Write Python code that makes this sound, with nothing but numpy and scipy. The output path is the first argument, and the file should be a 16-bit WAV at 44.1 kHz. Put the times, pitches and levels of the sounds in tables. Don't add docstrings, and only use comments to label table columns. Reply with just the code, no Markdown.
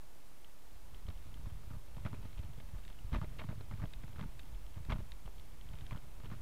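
import sys
import numpy as np
from scipy import signal
from scipy.fft import rfft, irfft, next_fast_len
from scipy.io import wavfile

SR = 44100
rng = np.random.default_rng(int(sys.argv[2]) if len(sys.argv) > 2 else 0)


def to_linear_factor(level_db):
    exponent = np.asarray(level_db, float) / 20
    return 10 ** exponent


def transcribe(u):
    v = np.clip(np.atleast_2d(u).T, -1, 1)
    q = np.round(v * 32767).astype(np.int16)
    wavfile.write(sys.argv[1], SR, q)


N = 282884


def unit(x):
    return x / np.sqrt(np.mean(x ** 2) + 1e-20)


def filtered(x, response):
    m = next_fast_len(N + SR // 2)
    return irfft(rfft(x, m) * response(np.fft.rfftfreq(m, 1 / SR)), m)[..., :N]


def rung(x, modes, soft_hz):
    def body(f):
        h = 0
        for k, (mode_hz, width_hz, level_db) in enumerate(modes):
            damping = 1j * f * width_hz
            h = h + (-1) ** k * to_linear_factor(level_db) * damping / (mode_hz ** 2 - f * f + damping)
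        h = h / (1 + 1j * f / soft_hz) ** 2
        return h / np.sqrt(np.mean(np.abs(h) ** 2))
    return filtered(x, body)


def impulses(seconds, sizes):
    at = np.clip(np.round(np.ravel(seconds) * SR).astype(int), 0, N - 1)
    return np.bincount(at, np.ravel(sizes), N)


def grit(per_second):
    return unit((rng.random(N) < per_second / SR) * rng.standard_normal(N))


def bursts(events, cycles_up, cycles_down, sign):
    out = np.zeros(N + SR)
    for (start_s, peak_db, pitch_hz), way in zip(events, sign):
        turn = np.arange(-3 * cycles_up, 6 * cycles_down, pitch_hz / SR)
        rise, fall = np.exp(-(turn / cycles_up) ** 2), np.exp(-turn / cycles_down)
        shape = np.where(turn < 0, rise, fall)
        first = round((start_s + turn[0] / pitch_hz) * SR)
        out[first:first + len(turn)] += way * to_linear_factor(peak_db) * shape * np.cos(2 * np.pi * turn)
    return out[:N]


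def random_signs(events):
    return np.sign(rng.standard_normal(len(events)))


# pitch_hz, density_db_per_hz
HISS = [(20, 9), (60, 14.5), (150, 17), (400, 13), (900, 11.5), (1500, 5.5), (3000, 3), (6000, 0),
        (14000, -1.5), (15500, -3), (17000, -23)]


def microphone_hiss():
    pitch_hz, density_db = np.transpose(HISS)
    colour = lambda f: to_linear_factor(np.interp(np.log(f + 1), np.log(pitch_hz), density_db))
    return to_linear_factor(-64) * unit(filtered(rng.standard_normal(N), colour))


# start_s, roughness_db
ROUGHNESS = [(0, -80), (.62, -77.5), (.95, -65.5), (1.5, -60), (1.8, -68.5), (2.15, -54), (2.5, -61.5),
             (2.95, -64.5), (3.25, -56.5), (3.65, -58), (4.25, -59.5), (4.7, -65), (4.97, -57.5),
             (5.2, -66.5), (5.5, -64), (5.9, -55), (6.15, -64), (6.41, -54.5)]
# pitch_hz, width_hz, level_db
FORK_MODES = [(26.1, 6.6, 1.5), (41.6, 12.6, -0.5), (57.5, 25, -9)]
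FRAME_MODES = [(62.1, 13.2, 2), (99.2, 8.3, -1), (125, 17, -2.5), (177.7, 37, -8), (197.6, 47, -11),
               (320, 260, -21)]
MOUNT_MODES = [(397, 94, -4), (613, 75, 1.5), (912, 108, 0.5), (1250, 117, -1), (1420, 130, -0.5),
               (1800, 750, -7)]
SHELL_MODES = [(2120, 270, 0), (2650, 270, 1), (3180, 430, -0.5), (3760, 175, -1), (4120, 260, -5),
               (5000, 2700, -16)]
SWAY_DB, SWAY_GROWTH = -44.5, 1.2
RUMBLE_DB, RUMBLE_GROWTH = -58.5, 0.99
CHATTER_DB, CHATTER_GROWTH = -74, 0.45


def rolling():
    start_s, roughness_db = np.transpose(ROUGHNESS)
    rough_db = np.interp(np.arange(N) / SR, start_s, roughness_db)
    rough_db = rough_db - rough_db.mean()
    sway_db = np.minimum(SWAY_DB + SWAY_GROWTH * rough_db, -52)
    sway = to_linear_factor(sway_db) * unit(rung(grit(600), FORK_MODES, soft_hz=125))
    rumble_db = RUMBLE_DB + RUMBLE_GROWTH * rough_db
    rumble = to_linear_factor(rumble_db) * unit(rung(grit(220), FRAME_MODES, soft_hz=400))
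    clamp = unit(rung(grit(2000), MOUNT_MODES, soft_hz=3020))
    shell = unit(rung(grit(3000), SHELL_MODES, soft_hz=6150))
    chatter_db = CHATTER_DB + CHATTER_GROWTH * rough_db
    return sway + rumble + to_linear_factor(chatter_db) * (clamp + to_linear_factor(-3) * shell)


# start_s, peak_db
PAWLS = [(.446, -49.5), (.9464, -50.5), (1.0395, -65), (1.0676, -54), (1.1537, -62), (1.1758, -58),
         (1.3426, -50), (1.9476, -60), (2.4498, -58), (2.5344, -55), (2.5789, -61), (2.9896, -57),
         (3.2361, -57), (3.856, -53), (4.1302, -58), (4.4326, -57), (4.5478, -54.5), (4.6654, -54),
         (4.7434, -55.5), (5.2617, -54), (5.612, -52), (5.689, -52), (5.737, -61), (5.754, -55),
         (5.8106, -53), (5.866, -60), (5.9618, -55), (5.9762, -53), (6.245, -56), (6.259, -55)]
# start_s, peak_db, pitch_hz
TAPS = [(0.497, -57, 2730), (.71, -57, 3640), (1.0878, -47, 3660), (1.2263, -55, 3700), (2.0656, -46, 2450),
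        (2.2589, -59, 4070), (2.3297, -57, 2220), (2.3772, -51.5, 2650), (2.837, -55, 2800),
        (2.881, -51, 2710), (2.9279, -54, 3465), (3.1304, -54, 2580), (3.161, -52, 3570),
        (3.386, -51, 2770), (3.3951, -53, 3700), (3.6097, -57, 2400), (3.7383, -54, 2220),
        (3.8394, -51, 2220), (3.9372, -56, 1850), (4.212, -47, 3550), (4.398, -48, 3560),
        (4.896, -52, 1700), (4.9132, -43, 2350), (4.9272, -42, 2220), (4.9938, -55, 2470),
        (5.1195, -50, 3800), (5.3977, -49, 3580), (5.787, -53, 2400), (5.9097, -47, 2390),
        (5.93, -52, 3340)]
PAWL_HZ, PAWL_SCATTER_HZ = 3100, 90
GRAINS, GRAIN_DB, GRAIN_SCATTER_DB, GRAIN_LOW_HZ, GRAIN_SPAN_HZ = 40, -68.5, 1.8, 2200, 1720


def small_parts():
    start_s, peak_db = np.transpose(PAWLS)
    pawl_hz = PAWL_HZ + PAWL_SCATTER_HZ * rng.standard_normal(len(start_s))
    pawls = np.transpose([start_s, peak_db, pawl_hz])
    u = rng.random((GRAINS, 3))
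    grain_s = 1 + (N / SR - 1.1) * u[:, 0]
    grain_db = GRAIN_DB - GRAIN_SCATTER_DB * np.log(1 - u[:, 1])
    grain_hz = GRAIN_LOW_HZ + GRAIN_SPAN_HZ * u[:, 2]
    return np.vstack([pawls, TAPS, np.transpose([grain_s, grain_db, grain_hz])])


def ticks():
    parts = small_parts()
    way = random_signs(parts)
    start_s, peak_db, _ = parts.T
    ping = bursts(parts, cycles_up=0.35, cycles_down=3.3, sign=way)
    click = rung(impulses(start_s, way * to_linear_factor(peak_db + 7.5)), SHELL_MODES, soft_hz=12000)
    return to_linear_factor(0.5) * ping + click


# start_s, peak_db, pitch_hz
LURCHES = [(.76, -51, 59.6), (.942, -43.5, 55), (1.075, -43, 48), (1.164, -40.5, 44), (1.45, -38.5, 36),
           (1.536, -42, 39), (1.95, -38.5, 37.2), (2.222, -39.5, 43), (2.375, -37.5, 42), (2.46, -44, 48),
           (2.579, -50, 50), (2.765, -36, 37.3), (3.057, -38, 35.5), (3.136, -32, 51.7), (3.165, -27.5, 44),
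           (3.472, -50, 36), (3.57, -42, 40), (3.798, -39, 38), (3.98, -36, 38), (4.232, -43, 40),
           (4.55, -36.5, 40.5), (4.901, -31, 44), (4.93, -30, 47), (5.025, -41, 44), (5.133, -42, 41.5),
           (5.266, -39.5, 40), (5.6, -43.5, 40), (5.836, -44, 44), (6.161, -60, 34), (6.337, -50, 46)]
# start_s, peak_db, pitch_hz
EDGES = [(1.056, -38, 91), (1.093, -34, 77.4), (1.385, -50, 70.6), (1.681, -42.5, 89), (1.772, -39.5, 96),
         (2.055, -31.5, 105), (2.117, -37.5, 95), (2.204, -51, 83), (2.256, -37, 94), (2.585, -39.5, 101),
         (2.741, -37, 90), (3.053, -41.5, 84), (3.454, -36.5, 121), (3.493, -33, 106), (3.561, -39.5, 93),
         (3.715, -39, 106), (3.799, -48, 121.7), (3.821, -35, 116), (3.841, -30, 107), (3.972, -40, 63.4),
         (4.161, -40, 77), (4.188, -39, 118), (4.232, -39, 125), (4.53, -43, 78), (4.902, -33, 114),
         (5.257, -43.5, 116), (5.741, -39, 117), (5.83, -43, 87), (6.245, -38, 105), (6.32, -38, 100)]
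# start_s, peak_db, pitch_hz, flight_s
HOPS = [(1.472, -36, 91, 0.052), (1.713, -38.5, 104, .029), (1.975, -36.5, 101, 0.039),
        (2.136, -37, 110, 0.054), (2.398, -33, 81, 0.052), (3.136, -31.5, 99, .052),
        (3.219, -33.5, 112, 0.023), (3.274, -42, 124, 0.048), (3.581, -38.5, 99, 0.028),
        (3.744, -35, 97, 0.045), (4.046, -39.5, 92, .058), (4.214, -33.5, 142, 0.046),
        (4.774, -35, 90, 0.036), (4.929, -31, 134, 0.027), (4.997, -41.5, 93, 0.027),
        (5.924, -36.5, 112, 0.017)]
# start_s, peak_db, pitch_hz
REBOUNDS = [(1.085, -42, 80), (1.397, -40, 90), (2.059, -34.5, 120), (3.048, -41, 80), (3.126, -30, 80),
            (3.223, -38, 100), (3.496, -35, 120), (3.514, -35, 120), (3.739, -40, 110), (3.826, -37, 120),
            (4.25, -39, 100), (4.89, -36, 100), (4.969, -39, 80), (4.992, -36.5, 100), (5.928, -37.5, 125),
            (5.956, -36, 100), (6.323, -41, 110)]
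LANDING_LOSS_DB, LANDING_PITCH_RATIO = 3, 0.93


def jolts():
    takeoffs = [row[:-1] for row in HOPS]
    landings = [(start_s + flight_s, peak_db - LANDING_LOSS_DB, pitch_hz * LANDING_PITCH_RATIO)
                for start_s, peak_db, pitch_hz, flight_s in HOPS]
    shoves = EDGES + takeoffs + landings
    push = bursts(shoves, cycles_up=0.47, cycles_down=0.52, sign=-np.ones(len(shoves)))
    lurch = bursts(LURCHES, cycles_up=0.47, cycles_down=0.68, sign=-np.ones(len(LURCHES)))
    rebound = bursts(REBOUNDS, cycles_up=0.3, cycles_down=0.31, sign=np.ones(len(REBOUNDS)))
    start_s, peak_db, _ = np.transpose(shoves)
    ring = rung(impulses(start_s, to_linear_factor(peak_db + 6)), FRAME_MODES, soft_hz=500)
    return to_linear_factor(0.5) * push + lurch + rebound + ring


# start_s, length_s, level_db, brightness_db, loss_db_per_bounce
RATTLES = [(1.083, .005, -46.5, -15.5, 1), (1.458, .015, -49.5, -13, 5), (1.733, .015, -49.5, -17, 0),
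           (1.966, .015, -49, -9, 3), (2.05, .015, -39, -15, 0.5), (2.129, .015, -45.5, -17.5, -1),
           (2.249, .015, -48.5, -11.5, 7), (2.38, .015, -53, -4.5, 2), (4.226, .025, -43, -13.5, 8),
           (3.135, .025, -40, -10.5, -2.5), (3.214, .035, -40, -17.5, 6.5), (3.488, .035, -44, -14.5, 3),
           (3.6, .015, -54, -16.5, -1), (3.712, .025, -43, -15.5, 6), (3.818, .025, -43.5, -16, .6),
           (4.193, .025, -41, -12.5, 9), (4.758, .025, -54.5, -12, -1.5), (4.91, .015, -36.5, -12, -1),
           (4.983, .015, -47.5, -13, 1), (5.256, .025, -53, -7.5, 2), (5.909, .015, -45, -12, -4),
           (5.945, .025, -48.5, -13.5, 0.5), (6.234, .025, -51, -8, -1.5), (6.313, .025, -45, -13.5, 1)]
BOUNCE_S, BOUNCE_SCATTER_S, BOUNCE_SCATTER_DB, DULLING_DB = .0108, .0012, 2.5, 0.5


def bounces():
    start_s, length_s, level_db, bright_db, loss_db = np.transpose(RATTLES)[:, :, None]
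    k = np.arange(7)
    luck = rng.standard_normal((len(start_s), 2, len(k))) * (k > 0)
    bounce_s = start_s + k * BOUNCE_S + BOUNCE_SCATTER_S * luck[:, 1]
    bounce_db = level_db - loss_db * k + BOUNCE_SCATTER_DB * luck[:, 0]
    bounce_db = bounce_db - 120 * (k * BOUNCE_S > length_s)
    rows = np.array([bounce_s, bounce_db, bright_db - DULLING_DB * k])
    return rows.reshape(len(rows), -1).T


def chatter(start_s, level_db, fade_s, count):
    u = rng.random((len(start_s), 2, count))
    lag_s = -fade_s * np.log(1 - u[:, 0]) * (np.arange(count) > 0)
    size = np.cos(2 * np.pi * u[:, 1]) * np.exp(-lag_s / (3 * fade_s))
    size[:, 0] = 1.02 * np.sign(size[:, 0])
    size = size / np.linalg.norm(size, axis=1, keepdims=True)
    return impulses(start_s + lag_s, to_linear_factor(level_db) * size)


# start_s, level_db, brightness_db
KNOCKS = [(1.37, -54, -12), (1.631, -53, -11.5), (1.703, -50, -11.5), (1.102, -48, -7.5), (2.687, -52, -9),
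          (2.226, -52, -7), (2.431, -48.5, -9.5), (2.583, -56, -10), (2.746, -49, -27.5), (2.784, -52, -10),
          (2.885, -60, 3), (3.161, -43.5, -11.5), (3.183, -46, -11.5), (3.391, -41.5, -4.5),
          (3.416, -43, -14.5), (3.437, -45.5, -13), (3.774, -57, -6), (3.798, -45.5, -19.5),
          (3.934, -58, 3.5), (4.035, -46, -12), (4.078, -54, -8.5), (4.159, -47.5, -9), (4.394, -53, -3.5),
          (4.546, -60, -1.5), (4.884, -54, -14), (4.958, -45, -16), (5.121, -54, -4.5), (4.182, -51, -11.5),
          (5.379, -58, 1.5), (5.732, -51.5, -2),
          (3.129, -41, -6.5), (3.408, -46, -13), (6.3, -51, -5.5), (2.9, -50, -10), (4.9, -41.5, -6.5),
         (4.901, -39, -11.5), (4.927, -46, -4), (6.2, -51, -9), (3.168, -48, -10.5), (3.119, -48.5, -8.5),
         (2.6, -48, -4.5), (2.9, -55, -2), (1.5, -52, -9), (3.397, -46, -1.5)]
# start_s, peak_db, pitch_hz
POPS = [(1.093, -50, 270), (1.104, -59, 600), (2.135, -46, 250), (5.1195, -50, 6500), (3.1402, -49, 7000),
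        (4.9275, -46, 6500), (4.9045, -52, 7000), (3.9355, -52, 6000), (4.212, -53, 5500),
        (4.189, -38, 190), (3.121, -45, 400), (3.1645, -35, 200), (3.245, -38, 400), (3.529, -43, 523),
        (3.61, -39, 447), (3.848, -40, 400), (4.78, -45.5, 600), (4.888, -44, 320), (4.929, -36, 170),
        (5.006, -41, 437), (5.278, -39.5, 726), (6.319, -57, 300)]
# pitch_hz, width_hz, level_db
BAR_MODES = [(195, 38, -1.5), (300, 170, -16)]


def knocks():
    start_s, level_db, bright_db = np.vstack([KNOCKS, bounces()]).T[:, :, None]
    fade_s = .004 * to_linear_factor(-.4 * bright_db)
    start_s = start_s + 0.00258 * np.clip(1 + bright_db / 5, 0, 1)
    clamp = rung(chatter(start_s, level_db + 15, fade_s, count=12), MOUNT_MODES, soft_hz=3440)
    shell_db = level_db + bright_db + 17
    shell = rung(chatter(start_s, shell_db, fade_s, count=9), SHELL_MODES, soft_hz=7000)
    bar_db = level_db + 16 - 0.66 * np.maximum(bright_db + 10.5, 0)
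    bar = rung(chatter(start_s, bar_db, fade_s, count=4), BAR_MODES, soft_hz=600)
    pops = bursts(POPS, cycles_up=0.15, cycles_down=0.41, sign=-np.ones(len(POPS)))
    return clamp + shell + bar + pops


# start_s, peak_db
SNAPS = [
    (1.0867, -55),
    (2.8506, -47),
    (2.8792, -46),
    (3.388, -47),
    (3.935, -43.5),
    (4.3936, -43),
    (4.8507, -48),
    (5.1191, -45),
    (5.809, -50),
    (5.8657, -47.5),
]
# pitch_hz, width_hz, level_db
TUBE_MODES = [(1790, 280, 1.5), (2650, 100, 1.5), (3700, 140, 2.5), (4630, 370, -6), (7000, 1600, -14.5)]


def snaps():
    start_s, peak_db = np.transpose(SNAPS)
    return rung(impulses(start_s, to_linear_factor(peak_db + 11)), TUBE_MODES, soft_hz=14000)


# start_s, peak_db, pitch_hz
SHELL_CLACKS = [(1.088, -52, 3630), (2.0528, -48, 2060), (2.0578, -53, 3290), (2.1471, -51, 2340),
                (2.3307, -59, 3920), (2.8515, -53, 2690), (2.8515, -55, 3740), (2.9902, -49, 2950),
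                (3.1249, -63, 4810), (3.1314, -47, 2530), (3.1379, -46, 2170), (3.1404, -49, 3930),
                (3.1424, -44, 1910), (3.1473, -49, 2340), (3.1508, -46, 2050), (3.1563, -51, 2180),
                (3.1643, -54, 1910), (3.1643, -52, 3640), (3.2451, -51, 2130), (3.2461, -59, 3970),
                (3.3918, -44, 2720), (3.3963, -40, 2220), (3.4033, -47, 2470), (3.4167, -54, 2450),
                (3.4202, -53, 2980), (3.5195, -56, 2250), (3.6103, -50, 4040), (3.8203, -54, 2010),
                (3.8398, -51, 2200), (3.9366, -46, 3650), (3.9376, -51, 2560), (3.9894, -62, 4170),
                (4.0393, -53, 1960), (4.199, -51, 1710), (4.2124, -49, 2050), (4.8974, -42, 2260),
                (4.9019, -48, 2270), (4.9034, -46, 4110), (4.9049, -48, 2350), (4.9123, -43, 1730),
                (4.9208, -41, 2220), (4.9228, -39, 3350), (4.9273, -45, 2980), (5.1199, -48, 3710),
                (5.7873, -52, 3530), (5.8667, -50, 3220), (5.9006, -57, 4030), (5.9101, -48, 2330),
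                (5.928, -53, 2020), (6.3281, -53, 1840)]
# start_s, peak_db, pitch_hz
BAR_THUDS = [(1.091, -48, 257), (1.3594, -52, 240), (1.4727, -53, 310), (1.7116, -47.5, 232),
             (2.1391, -46.5, 230), (2.1486, -52, 380), (2.2579, -55.5, 228), (2.5796, -54, 460),
             (3.1399, -35, 220), (3.1648, -38, 230), (3.2376, -46, 300), (3.3105, -55, 240),
             (3.4472, -46, 243), (3.526, -50, 229), (3.5285, -50, 450), (3.6093, -49.5, 280),
             (3.7205, -49, 200), (3.7485, -50, 221), (3.8009, -47, 260), (3.8403, -45, 280),
             (3.8478, -56, 460), (4.191, -46, 230), (4.2154, -39, 202), (4.2349, -44, 230),
             (4.2444, -54, 420), (4.4394, -52, 250), (4.7642, -54, 290), (4.9044, -39, 241),
             (4.9293, -36, 200), (4.9547, -51, 220), (5.0011, -49, 200), (5.0051, -47, 380),
             (5.0286, -52, 201), (5.291, -56, 430), (6.2578, -53, 440), (6.3221, -51, 200)]
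# start_s, peak_db, pitch_hz
CLAMP_CLACKS = [(1.1037, -51, 1170), (1.4582, -51, 1070), (1.7151, -51, 1240), (1.9825, -48, 990),
                (2.0518, -45.5, 1150), (2.0638, -43, 1230), (2.131, -48, 1080), (2.1408, -50, 930),
                (3.1234, -51, 1280), (3.1324, -46, 1130), (3.1405, -43, 955), (3.1495, -35, 1140),
                (3.163, -50, 1160), (3.1628, -47, 650), (3.2164, -43, 1160), (3.2287, -48, 880),
                (3.2446, -49, 610), (3.2506, -55, 580), (3.3931, -44, 1280), (3.4045, -51, 1160),
                (3.4117, -49, 940), (3.4177, -47, 640), (3.4182, -47, 1140), (3.4416, -49, 1130),
                (3.49, -54, 1170), (3.4906, -48, 640), (3.5, -50, 1090), (3.6106, -54, 1430),
                (3.6103, -51, 620), (3.7127, -44.5, 1140), (3.7954, -53, 1140), (3.8009, -49, 1040),
                (3.8049, -52.5, 880), (3.8193, -48, 1110), (3.8303, -49, 970), (3.8378, -46, 710),
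                (3.8478, -52, 680), (4.184, -49, 1300), (4.195, -47, 1020), (4.199, -47, 950),
                (4.2106, -49, 1070), (4.2284, -49, 1160), (4.2364, -52, 1090), (4.898, -42, 1120),
                (4.9034, -44, 1440), (4.9078, -40, 1320), (4.9115, -41, 940), (4.9123, -42, 1650),
                (4.9208, -35.5, 1120), (4.935, -50, 1030), (4.9433, -50, 1290), (4.9612, -52, 1040),
                (5.006, -46, 590), (5.9111, -43.5, 1090), (5.921, -44, 960), (5.95, -48, 1040),
                (5.96, -50, 1480), (6.3161, -47, 1160), (6.3211, -52, 930), (6.3276, -48, 960)]


def clacks():
    clamp = bursts(CLAMP_CLACKS, cycles_up=0.8, cycles_down=2.6, sign=random_signs(CLAMP_CLACKS))
    shell = bursts(SHELL_CLACKS, cycles_up=0.88, cycles_down=4.4, sign=random_signs(SHELL_CLACKS))
    bar = bursts(BAR_THUDS, cycles_up=0.8, cycles_down=1.36, sign=random_signs(BAR_THUDS))
    return to_linear_factor(-1) * (clamp + shell) + to_linear_factor(-0.5) * bar


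BUZZ_DB, BUZZ_T60_S, BUZZ_TOP_DB, CRACK_DB = -17.5, 0.037, -5.5, -2.5


def buzz():
    start_s, peak_db, _ = np.transpose(CLAMP_CLACKS)
    t = np.arange(SR // 10) / SR
    decay = to_linear_factor(-60 * t / BUZZ_T60_S)
    shake = signal.fftconvolve(impulses(start_s - .002, to_linear_factor(peak_db)), decay)[:N]
    low = unit(rung(grit(2500), MOUNT_MODES, soft_hz=4000))
    top = unit(rung(grit(2500), SHELL_MODES, soft_hz=10900))
    crack = impulses(start_s - .0008, to_linear_factor(peak_db + CRACK_DB))
    edge = rung(crack, [(2500, 4500, 0)], soft_hz=7000)
    return to_linear_factor(BUZZ_DB) * shake * (low + to_linear_factor(BUZZ_TOP_DB) * top) + edge


def scene():
    return (rolling() + ticks() + jolts() + knocks() + snaps() + clacks() + buzz())[None]


def roll_off(x):
    return signal.sosfilt(signal.butter(12, 15660, fs=SR, output="sos"), x)


def record(dry):
    offset = .0085
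    return roll_off(dry + microphone_hiss() + offset)


dry = scene()
out = record(dry)
transcribe(out)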